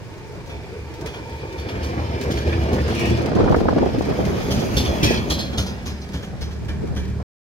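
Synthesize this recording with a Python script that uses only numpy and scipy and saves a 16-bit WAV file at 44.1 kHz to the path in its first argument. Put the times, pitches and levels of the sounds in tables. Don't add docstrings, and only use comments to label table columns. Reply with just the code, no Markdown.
import sys
import numpy as np
from scipy import signal
from scipy.fft import rfft, irfft, next_fast_len
from scipy.io import wavfile
from scipy.ndimage import uniform_filter1d, map_coordinates

SR = 44100
rng = np.random.default_rng(int(sys.argv[2]) if len(sys.argv) > 2 else 0)


def log_audio(samples):
    frames = np.atleast_2d(samples).T
    limited = np.clip(frames, -1, 1)
    pcm = np.round(limited * 32767).astype(np.int16)
    wavfile.write(sys.argv[1], SR, pcm)


N = 326781

SPEED_M_PER_S, DISTANCE_M = 6.73, 4.67
FRONT_S, REAR_S = 2.71, 4.73

# t/s, scrape level/dB, clank level/dB, ring level/dB, ring centre f/Hz, ring t60/s
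TREAD_HITS = [(0.494, -41, -35.5, -45, 2360, 0.54), (1.062, -33, -32, -41, 2300, 0.39),
              (1.135, -36, -30, -47, 2900, 0.33), (1.578, -35.5, -38, -44, 3480, 0.5),
              (1.686, -34.5, -28.5, -36, 3580, 0.12), (1.749, -48, -33, -46, 1750, .1),
              (1.83, -29.5, -33, -43.5, 4200, 0.47), (2.307, -26.5, -33, -45, 4870, .3),
              (2.37, -30, -27.5, -36.5, 4270, 0.15), (2.524, -40.5, -27, -27, 1730, 0.09),
              (2.781, -47, -36, -29.5, 1660, 0.12), (4.508, -21, -27.5, -40, 3300, 0.16),
              (4.593, -26, -44, -44, 3400, 0.1), (4.768, -14.5, -23.5, -22.5, 3600, 0.18),
              (4.85, -23.5, -24, -33.5, 3200, 0.64), (5.031, -12.5, -22, -22.5, 2900, 0.31),
              (5.1, -25.5, -33, -30, 2370, 0.54), (5.135, -27, -32, -32, 5100, 0.2),
              (5.171, -35, -45.5, -22.5, 3270, 0.077), (5.301, -16, -23, -28.5, 3580, 0.49),
              (5.389, -24.5, -28.5, -29.5, 4200, 0.33), (5.528, -39, -44, -40, 3318, 0.34),
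              (5.577, -18, -25, -43, 5705, 0.56), (5.662, -29.5, -34, -37.5, 5400, 0.27),
              (5.859, -27.5, -29.5, -40.5, 5500, 0.46), (6.015, -42, -48, -39.5, 5230, 0.13),
              (6.135, -31.5, -32.5, -41, 3260, 0.33), (6.225, -35, -34, -51, 5200, 0.27),
              (6.411, -30.5, -33.5, -39, 5440, 0.27), (6.508, -39.5, -40, -50, 5040, 0.27),
              (6.683, -35, -32.5, -41, 1870, 0.41), (6.962, -31, -32, -42, 1990, 0.6)]
SNAP_SPECTRUM = [(900, -15.5), (1800, 2.5), (3000, -0.5), (6300, -1.5), (7500, -10.5), (12000, -14),
                 (15800, -16)]
# f/Hz, left-right correlation
GENERAL_LIKENESS = [(30, 0.56), (80, 0.99), (200, 0.98), (450, 1), (1000, 0.46), (2500, 0.44), (6000, 0),
                    (15000, 0.1)]
WIDE_LIKENESS = [(900, 0.55), (2500, 0.18), (5000, 0), (15000, 0)]
NEAR_LIKENESS = [(60, 0.73), (400, 0.71), (3000, 0.76), (12000, 0.38)]
WIND_LIKENESS = [(60, 0.18), (400, 0.0047)]


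def amp(db):
    return 10 ** (np.asarray(db) / 20)


def unit(x):
    return x / np.sqrt(np.mean(x ** 2) + 1e-20)


def clock():
    return np.arange(N) / SR


def at_frequency(points, hz):
    point_hz, values = np.transpose(points)
    return np.interp(np.log(hz + 1), np.log(point_hz + 1), values)


def curves(rows):
    times, *columns = np.transpose(rows)
    return [np.interp(clock(), times, column) for column in columns]


def wobble(rate, oversample=6):
    count = int(N * rate / SR) + 4
    fine = signal.resample(rng.standard_normal(count), count * oversample)
    return np.interp(clock() * rate * oversample, np.arange(len(fine)), fine)


def filtered(x, response):
    size = next_fast_len(N + SR // 4)
    return irfft(rfft(x, size) * response(np.fft.rfftfreq(size, 1 / SR)), size)[..., :N]


def rush(spectrum, likeness, drive=1):
    def response(hz):
        spread = np.arccos(np.clip(at_frequency(likeness, hz), -1, 1)) / 2
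        outside = np.maximum(np.maximum(spectrum[0][0] / (hz + 1), hz / spectrum[-1][0]), 1)
        return amp(at_frequency(spectrum, hz)) / outside ** 4 * [np.cos(spread), np.sin(spread)]
    mid, side = filtered(rng.standard_normal((2, N)) * drive, response)
    return unit(np.array([mid + side, mid - side]))


def patchy(x, depth_db, size=1024):
    bands = signal.stft(x, nperseg=size)[2]
    field = uniform_filter1d(rng.standard_normal(bands.shape[1:]), size=3, axis=0)
    field = uniform_filter1d(field, size=12, axis=1)
    return unit(signal.istft(bands * amp(depth_db * unit(field)), nperseg=size)[1][:, :N])


def singing(modes):
    def response(f):
        return np.sqrt(sum(amp(db) ** 2 / (1 + ((f - hz) / width) ** 2) ** 2 for hz, width, db in modes))
    drive = rng.standard_normal(N) + 0.57 * rng.standard_normal((2, N))
    return unit(filtered(drive, response))


def blow(t, db, t60, attack_s):
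    return amp(db - 60 * t / t60) * (1 - np.exp(-t / attack_s))


def bursts(times, levels_db, t60, attack_s):
    power, t = np.zeros(N + SR), np.arange(SR) / SR
    for s, db, decay_s in zip(times, levels_db, np.broadcast_to(t60, len(times))):
        power[max(round(s * SR), 0):][:SR] += blow(t, db, decay_s, attack_s) ** 2
    return np.sqrt(power[:N])


def swells(rows):
    return np.sqrt(sum(amp(db) ** 2 * np.exp(-((clock() - s) / half_s) ** 2) for s, half_s, db in rows))


def passed(middle_s=3.9, turn_s=0.5):
    return (1 + np.tanh((clock() - middle_s) / turn_s)) / 2


def going_by(pass_s, db, coming_db, leaving_db):
    along_m = SPEED_M_PER_S * (clock() - pass_s)
    doublings = np.log2(np.hypot(along_m, DISTANCE_M) / DISTANCE_M)
    return amp(db - doublings * np.where(along_m < 0, coming_db, leaving_db))


def both_axles(front_db, rear_db, coming_db, leaving_db):
    return np.hypot(going_by(FRONT_S, front_db, coming_db, leaving_db),
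                    going_by(REAR_S, rear_db, coming_db, leaving_db))


def placed(pair, lead_ms):
    shift = lead_ms * SR / 2000
    return np.array([map_coordinates(x, [np.arange(N) + way * shift], order=3)
                     for x, way in zip(pair, (1, -1))])


def station(level_db=-48):
    spectrum = [(40, -1.5), (200, -5.5), (1800, -7), (2800, -14.5), (5000, -14), (7500, -20.5),
                (15000, -35)]
    return amp(level_db) * rush(spectrum, GENERAL_LIKENESS)


def engine(level_db=-2.0, flutter_db=2, jitter=0.0069, throb_db=2.5):
    firing = [(0, 38.37), (2.7, 38.97), (3.6, 37.87), (4.3, 37.93), (4.8, 37.02), (5.3, 35.83), (6, 36.17),
              (7.2, 35.95)]
    drone = [(0, -48.5), (1.1, -43), (2.0, -32), (2.6, -28), (3.4, -27), (4.1, -29.5), (5.2, -28.5),
             (5.8, -29), (6.5, -27.5), (6.97, -21.5), (7.2, -19.5)]
    partials = [(2, 3.5, -3), (3, -0.5, -11), (4, -20, -15), (5.27, -19, -10), (6, -38, -19.5),
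                (8.66, -4.5, -32), (11.3, -32, -24), (12.3, -8.5, -26)]
    (firing_hz,), (drone_db,), gone = curves(firing), curves(drone), passed()
    phase = 2 * np.pi * np.cumsum(firing_hz * (1 + jitter * wobble(14))) / SR
    tone = np.zeros(N)
    for multiple, front_db, rear_db in partials:
        gain = amp(front_db + (rear_db - front_db) * gone + flutter_db * wobble(13))
        tone += gain * np.sin(multiple * phase + 0.16 * wobble(31))
    return amp(drone_db + level_db + throb_db * wobble(7)) * unit(tone)


def rolling(airy_peak_s=4.63):
    rumble_ahead = [(18, -64), (30, -42), (52, -6), (70, -1), (86, -2.5), (102, -1.5), (188, -7), (237, -9),
                    (278, -13.5), (330, -9), (430, -35.5), (730, -120)]
    rumble_behind = [(18, -51), (30, -40), (53, -9.5), (70, -3), (82, -10), (97, -10.5), (123, -9.5),
                     (160, -12), (194, -5.5), (330, -29.5), (430, -50.5), (730, -120)]
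    wheel_roar = [(150, -15.5), (250, 0.5), (287, -8.5), (344, -3), (373, -4), (405, -2), (432, -5),
                  (610, -8.5), (910, -13.5), (1310, -20.5), (1740, -19), (2200, -24), (2860, -46),
                  (4840, -120)]
    rail_hiss = [(900, -18), (1400, -8), (1800, 1), (2100, -2), (2380, 4.5), (2700, -0.5), (3300, -0.5),
                 (3900, -4), (5200, -3), (6600, -21), (7300, -21.5), (10000, -25.5)]
    airy_hiss = [(3000, -27), (5800, 0.5), (6600, 7.5), (7300, -13), (9000, -9), (12000, -4.5),
                 (15800, -10.5)]
    rumble = both_axles(front_db=-25, rear_db=-25, coming_db=9, leaving_db=9.5)
    roar = both_axles(front_db=-26, rear_db=-27.5, coming_db=8.5, leaving_db=9.5)
    hiss = both_axles(front_db=-38.5, rear_db=-37, coming_db=8.5, leaving_db=12.5)
    airy = np.hypot(going_by(airy_peak_s, db=-43.5, coming_db=24, leaving_db=16.5),
                    going_by(FRONT_S, db=-53, coming_db=6.5, leaving_db=44.5))
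    load, flicker = wobble(18), amp(1.9 * wobble(900) + 1.3 * wobble(25))
    shake = np.sqrt(1 - passed()) * rush(rumble_ahead, GENERAL_LIKENESS)
    shake += np.sqrt(passed()) * rush(rumble_behind, GENERAL_LIKENESS)
    chassis = rumble * amp(2.0 * load) * shake
    contact = rush(wheel_roar, GENERAL_LIKENESS, amp(1.27 * wobble(120)))
    wheels = roar * amp(1.95 * load) * patchy(contact, depth_db=3.0)
    rail = hiss * amp(1.3 * wobble(40)) * patchy(rush(rail_hiss, GENERAL_LIKENESS), depth_db=2.5)
    return chassis + wheels + rail + airy * rush(airy_hiss, WIDE_LIKENESS, flicker)


def over_ground(x, dip_hz=225, width_hz=55, depth=0.64, near_s=1.92):
    far = 1 - passed(near_s, turn_s=0.48)
    return x - depth * far * filtered(x, lambda hz: np.exp(-((hz - dip_hz) / width_hz) ** 2))


def whine(loudest_s=1.79, waver_db=2.5):
    modes = [(411, 22, -3.5), (467, 70, -3.5), (907, 44, -5), (1660, 96, -21), (2344, 95, -10.5)]
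    return going_by(loudest_s, db=-36.5, coming_db=7.5, leaving_db=5) * patchy(singing(modes), waver_db)


def rattle(loudest_s=2.65, snaps_per_s=24, range_db=14):
    when, size = rng.random((int(snaps_per_s * N / SR), 2)).T
    snaps = unit(bursts(when * N / SR, range_db * size, t60=0.09, attack_s=0.0015))
    gain = going_by(loudest_s, db=-47.5, coming_db=7.5, leaving_db=4)
    return gain * snaps * rush(SNAP_SPECTRUM, NEAR_LIKENESS, amp(2.5 * wobble(1000)))


def wind_on_ports(lull_db=-44.5, lumps_db=3.0):
    gusts = [(0.02, 0.063, -37), (0.45, 0.27, -38), (5.65, 0.21, -35.5), (6.4, 0.2, -32), (6.9, 0.23, -27)]
    buffet_spectrum = [(20, -12), (40, 1), (65, 0), (130, 5.5), (220, -5.5), (400, -14.5)]  # f/Hz, level/dB
    flutter_spectrum = [(130, -1), (250, 2.5), (400, 2.5), (600, -3.5), (1000, -12.5), (1500, -18.5),
                        (2400, -29.5), (5000, -33.5)]
    dragged, breeze = slipstream(), np.hypot(amp(lull_db), swells(gusts))
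    buffet_gain = np.hypot(amp(-6) * dragged, amp(-1) * breeze)
    flutter_gain = np.hypot(amp(-2) * dragged, amp(-11) * breeze)
    surges = amp(2.0 * np.array([wobble(30), wobble(23)]))
    buffet = buffet_gain * rush(buffet_spectrum, WIND_LIKENESS, surges)
    lumps = amp(lumps_db * np.array([wobble(160), wobble(120)]) + 2.06 * wobble(35))
    return buffet + flutter_gain * rush(flutter_spectrum, WIND_LIKENESS, lumps)


def treads(scrape_gain_db=-3.5, clank_gain_db=-1):
    scrape_spectrum = [(2000, -32.5), (2900, -2), (3300, 4.5), (3750, -1.5), (4300, -2), (4750, -3.5),
                       (5100, -2.5), (6500, -3), (7300, -15.5), (9500, -15.5), (11500, -13.5), (15800, -24)]
    clank_spectrum = [(200, -21.5), (450, 5.5), (750, -0.5), (1200, -2.5), (1690, 1), (2050, -6), (2350, 0),
                      (2700, -9), (3050, -2), (3700, -25)]
    times, scrape_db, clank_db = np.transpose(TREAD_HITS)[:3]
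    scrape = patchy(rush(scrape_spectrum, NEAR_LIKENESS, amp(2.2 * wobble(700))), depth_db=2.8)
    scrape *= bursts(times - 0.003, scrape_db + scrape_gain_db, t60=0.24, attack_s=0.006)
    clank = patchy(rush(clank_spectrum, NEAR_LIKENESS), depth_db=2.8)
    clank *= bursts(times, clank_db + clank_gain_db, t60=0.2, attack_s=0.004)
    return scrape + clank


def wheel_ring(level_db=2, ring_octaves=0.48, scatter_db=2.0, port_spread_rad=0.45, doppler_share=0.065):
    modes = [(1660, 90, 0), (1790, 90, -3), (2340, 35, 2), (2420, 60, -5), (3110, 35, -3), (3284, 20, 3),
             (3398, 35, -5), (3937, 40, -6), (4140, 25, 0), (4346, 30, -1), (4753, 40, -10), (5008, 25, -2),
             (5143, 35, -5), (5480, 90, -7), (5873, 40, -7), (6025, 40, -9), (6380, 90, -6)]
    hz, widths, mode_db = np.transpose(modes)
    doppler = 1 + doppler_share * (1 - passed(middle_s=4.87, turn_s=0.11))
    pitch = hz[:, None] * doppler + np.array([0.7 * width * wobble(4 * width) for width in widths])
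    roughness = np.array([unit(amp(2.8 * wobble(110))) for _ in hz])
    tones = roughness * np.exp(2j * np.pi * np.cumsum(pitch, axis=1) / SR)
    out = np.zeros((2, N))
    for s, _, _, db, centre_hz, t60 in TREAD_HITS:
        size, start, apart = rng.standard_normal((3, len(hz)))
        weight = amp(mode_db + scatter_db * size) / (1 + (np.log2(hz / centre_hz) / ring_octaves) ** 2)
        phases = np.pi * start + port_spread_rad * np.array([apart, -apart])
        ports = weight / np.linalg.norm(weight) * np.exp(1j * phases)
        ring = np.sqrt(2) * (ports @ tones[:, round(s * SR):][:, :SR]).real
        t = np.arange(ring.shape[1]) / SR
        out[:, round(s * SR):][:, :SR] += blow(t, db + level_db, t60, attack_s=0.0042) * ring
    return out


def thuds(boom_hz=72.1, boom_t60_s=0.33, scatter_db=2.5, detune=0.072):
    landings = [(0.54, -23, -32, 0.016), (0.789, -32, -28, .02), (1.07, -26, -29, .02),
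                (1.312, -24.5, -38, .02), (1.569, -21, -29, .02), (1.814, -18.5, -28, 0.018),
                (2.07, -17, -17, .025), (2.336, -17, -20, 0.017), (2.571, -8, -18, 0.023),
                (2.805, -12, -10, 0.029), (3.091, -14.5, -6, 0.025), (4.504, -22, -16, .008),
                (4.762, -20, -10, 0.0072), (5.028, -13, -7.5, 0.0051), (5.299, -13.5, -16, .008),
                (5.576, -13.5, -14.5, .01), (5.857, -20.5, -29, 0.0048), (6.139, -17.5, -20.5, 0.0066),
                (6.42, -22.5, -30.5, 0.0069), (6.686, -19.5, -28, 0.01), (6.958, -15, -19, 0.012)]
    underframe = [(111, -7, 0.24), (150.6, -5.5, 0.15), (201.8, -4.5, 0.15), (294.6, -4.5, 0.14),
                  (406.7, -10, 0.16), (539.7, -11.5, 0.14)]
    out, t = np.zeros(N + SR), np.arange(SR // 2) / SR
    for s, boom_db, knock_db, rise_s in landings:
        knock = np.zeros(len(t))
        for hz, mode_db, t60 in underframe:
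            polarity, size, mistune = rng.standard_normal(3)
            fade = blow(t, knock_db + mode_db + scatter_db * size, t60, rise_s)
            knock += np.sign(polarity) * fade * np.sin(2 * np.pi * hz * (1 + detune * mistune) * t)
        bounce_hz = boom_hz * (1 + detune / 2 * rng.standard_normal())
        boom = blow(t, boom_db, boom_t60_s, rise_s) * np.sin(2 * np.pi * bounce_hz * t)
        out[round(s * SR):][:len(t)] += boom + knock
    return out[:N]


def ticks(rattle_db=-4, crack_db=-11):
    snaps = [(0.939, -40, 0.16), (1.01, -35, .08), (1.059, -30.5, 0.13), (2.212, -29, 0.17),
             (2.471, -36, .12), (2.731, -29.5, .15), (2.879, -33, 0.23), (2.95, -30.5, .15),
             (2.993, -26.5, 0.18), (3.055, -30, .15), (3.259, -28, 0.064), (3.561, -35, 0.16),
             (3.985, -33, 0.1), (4.137, -41, .08), (4.251, -30.5, 0.12), (4.297, -38.5, .08)]
    times, db, t60 = np.transpose(snaps)
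    tail = bursts(times, db + rattle_db, t60, attack_s=0.00066)
    crack = bursts(times, db + crack_db, t60=0.014, attack_s=0.00036)
    return (crack + tail) * rush(SNAP_SPECTRUM, GENERAL_LIKENESS, amp(1.3 * wobble(400)))


def flange(groan_db=4.5):
    rubs = [(3.04, 0.13, -30), (5.1, 0.061, -29.5)]
    spectrum = [(900, 4.5), (1400, -3), (1800, 1), (2400, 3.5), (3200, 0.5), (4000, -6), (5200, -3.5),
                (6500, -15), (7300, -18), (11000, -23.5), (15800, -31.5)]
    chassis_modes = [(160, 25, -3), (231, 11, -0.5), (358, 39, -10)]  # f/Hz, width/Hz, level/dB
    scrape = patchy(rush(spectrum, WIDE_LIKENESS), depth_db=5.5)
    return swells(rubs) * (scrape + amp(groan_db) * singing(chassis_modes))


def slipstream(peak_s=3.42, sag_s=0.36, end_s=5.27, steady_db=-25.5, excess_db=10):
    since_peak = clock() - peak_s
    rise_db = 52.5 * np.minimum(since_peak, 0)
    sag_db = excess_db * np.exp(-np.maximum(since_peak, 0) / sag_s)
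    fall_db = 31 * np.maximum(clock() - end_s, 0)
    return amp(steady_db + sag_db + rise_db - fall_db)


def bow_wave():
    push = [(3.55, .13, -29)]
    spectrum = [(20, -14), (40, 4), (60, -2.5), (110, -15)]  # f/Hz, level/dB
    return swells(push) * rush(spectrum, WIND_LIKENESS)


def eddies(level_db=2, body_hz=(150, 600)):
    strikes = [(3.353, -7.5, 500, 0.071), (3.399, -4, 690, 0.024), (3.431, -14, 600, 0.041),
               (3.459, -7.5, 794, 0.055), (3.474, -10.5, 1480, 0.073), (3.499, -3.5, 593, 0.066),
               (3.521, -1, 1200, 0.03), (3.543, -1, 1700, 0.029), (3.563, -3.5, 650, 0.034),
               (3.609, -8.5, 586, 0.048), (3.652, -8, 740, 0.046), (3.683, -4.5, 1560, 0.042),
               (3.726, -6, 900, 0.027), (3.76, -9, 690, 0.095), (3.804, -7, 452, 0.044),
               (3.821, -11, 790, 0.11), (3.859, -5.5, 750, 0.034), (3.94, -10, 540, 0.041),
               (3.974, -12.5, 353, 0.1), (4.007, -3.5, 1000, 0.019), (4.085, -9, 595, 0.041),
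               (4.109, -9.5, 794, 0.031), (4.186, -14, 800, 0.1), (5.105, -5.5, 680, 0.044),
               (6.835, -15.5, 493, 0.057), (7.198, -24.5, 1200, .06)]
    out, t = np.zeros((2, N + SR)), np.arange(SR // 4) / SR
    body = signal.butter(1, body_hz, "band", fs=SR, output="sos")
    for s, db, top_hz, t60 in strikes:
        fade = blow(t, 0, t60, attack_s=0.0031)
        top = signal.butter(5, top_hz, fs=SR, output="sos")
        thump = signal.sosfilt(np.vstack([body, top]), fade * rng.standard_normal((2, len(t))))
        out[:, round(s * SR):][:, :len(t)] += amp(db + level_db) * np.std(fade) * unit(thump)
    return out[:, :N]


def scene():
    bearing = [(0, 0.14, 0.14), (1, 0.16, 0.19), (2, 0.35, 0.26), (3.1, 0.28, 0.72), (4.0, 0.35, .2),
               (4.5, 0.26, 0.081), (4.8, 0.38, 0.25), (5.07, 0.36, 0.42), (5.3, 0.31, 0.27),
               (5.6, 0.24, 0.18), (6.2, 0.19, 0.14), (7.2, 0.052, 0.097)]
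    vehicle_ms, wheels_ms = curves(bearing)
    vehicle = over_ground(engine() + rolling() + flange() + whine() + rattle())
    wheels = treads() + wheel_ring() + thuds()
    from_track = placed(vehicle, vehicle_ms) + placed(wheels, wheels_ms) + ticks()
    return from_track + bow_wave() + wind_on_ports() + eddies() + station()


def record(dry, stop_s=7.23, top_hz=15900):
    gate = np.clip((stop_s - clock()) / 0.003, 0, 1)
    ports = dry * gate * amp([[-0.25], [0.25]])
    saturated = ports / (1 + ports ** 4) ** (1 / 4)
    return filtered(saturated, lambda hz: hz < top_hz)


dry = scene()
out = record(dry)
log_audio(out)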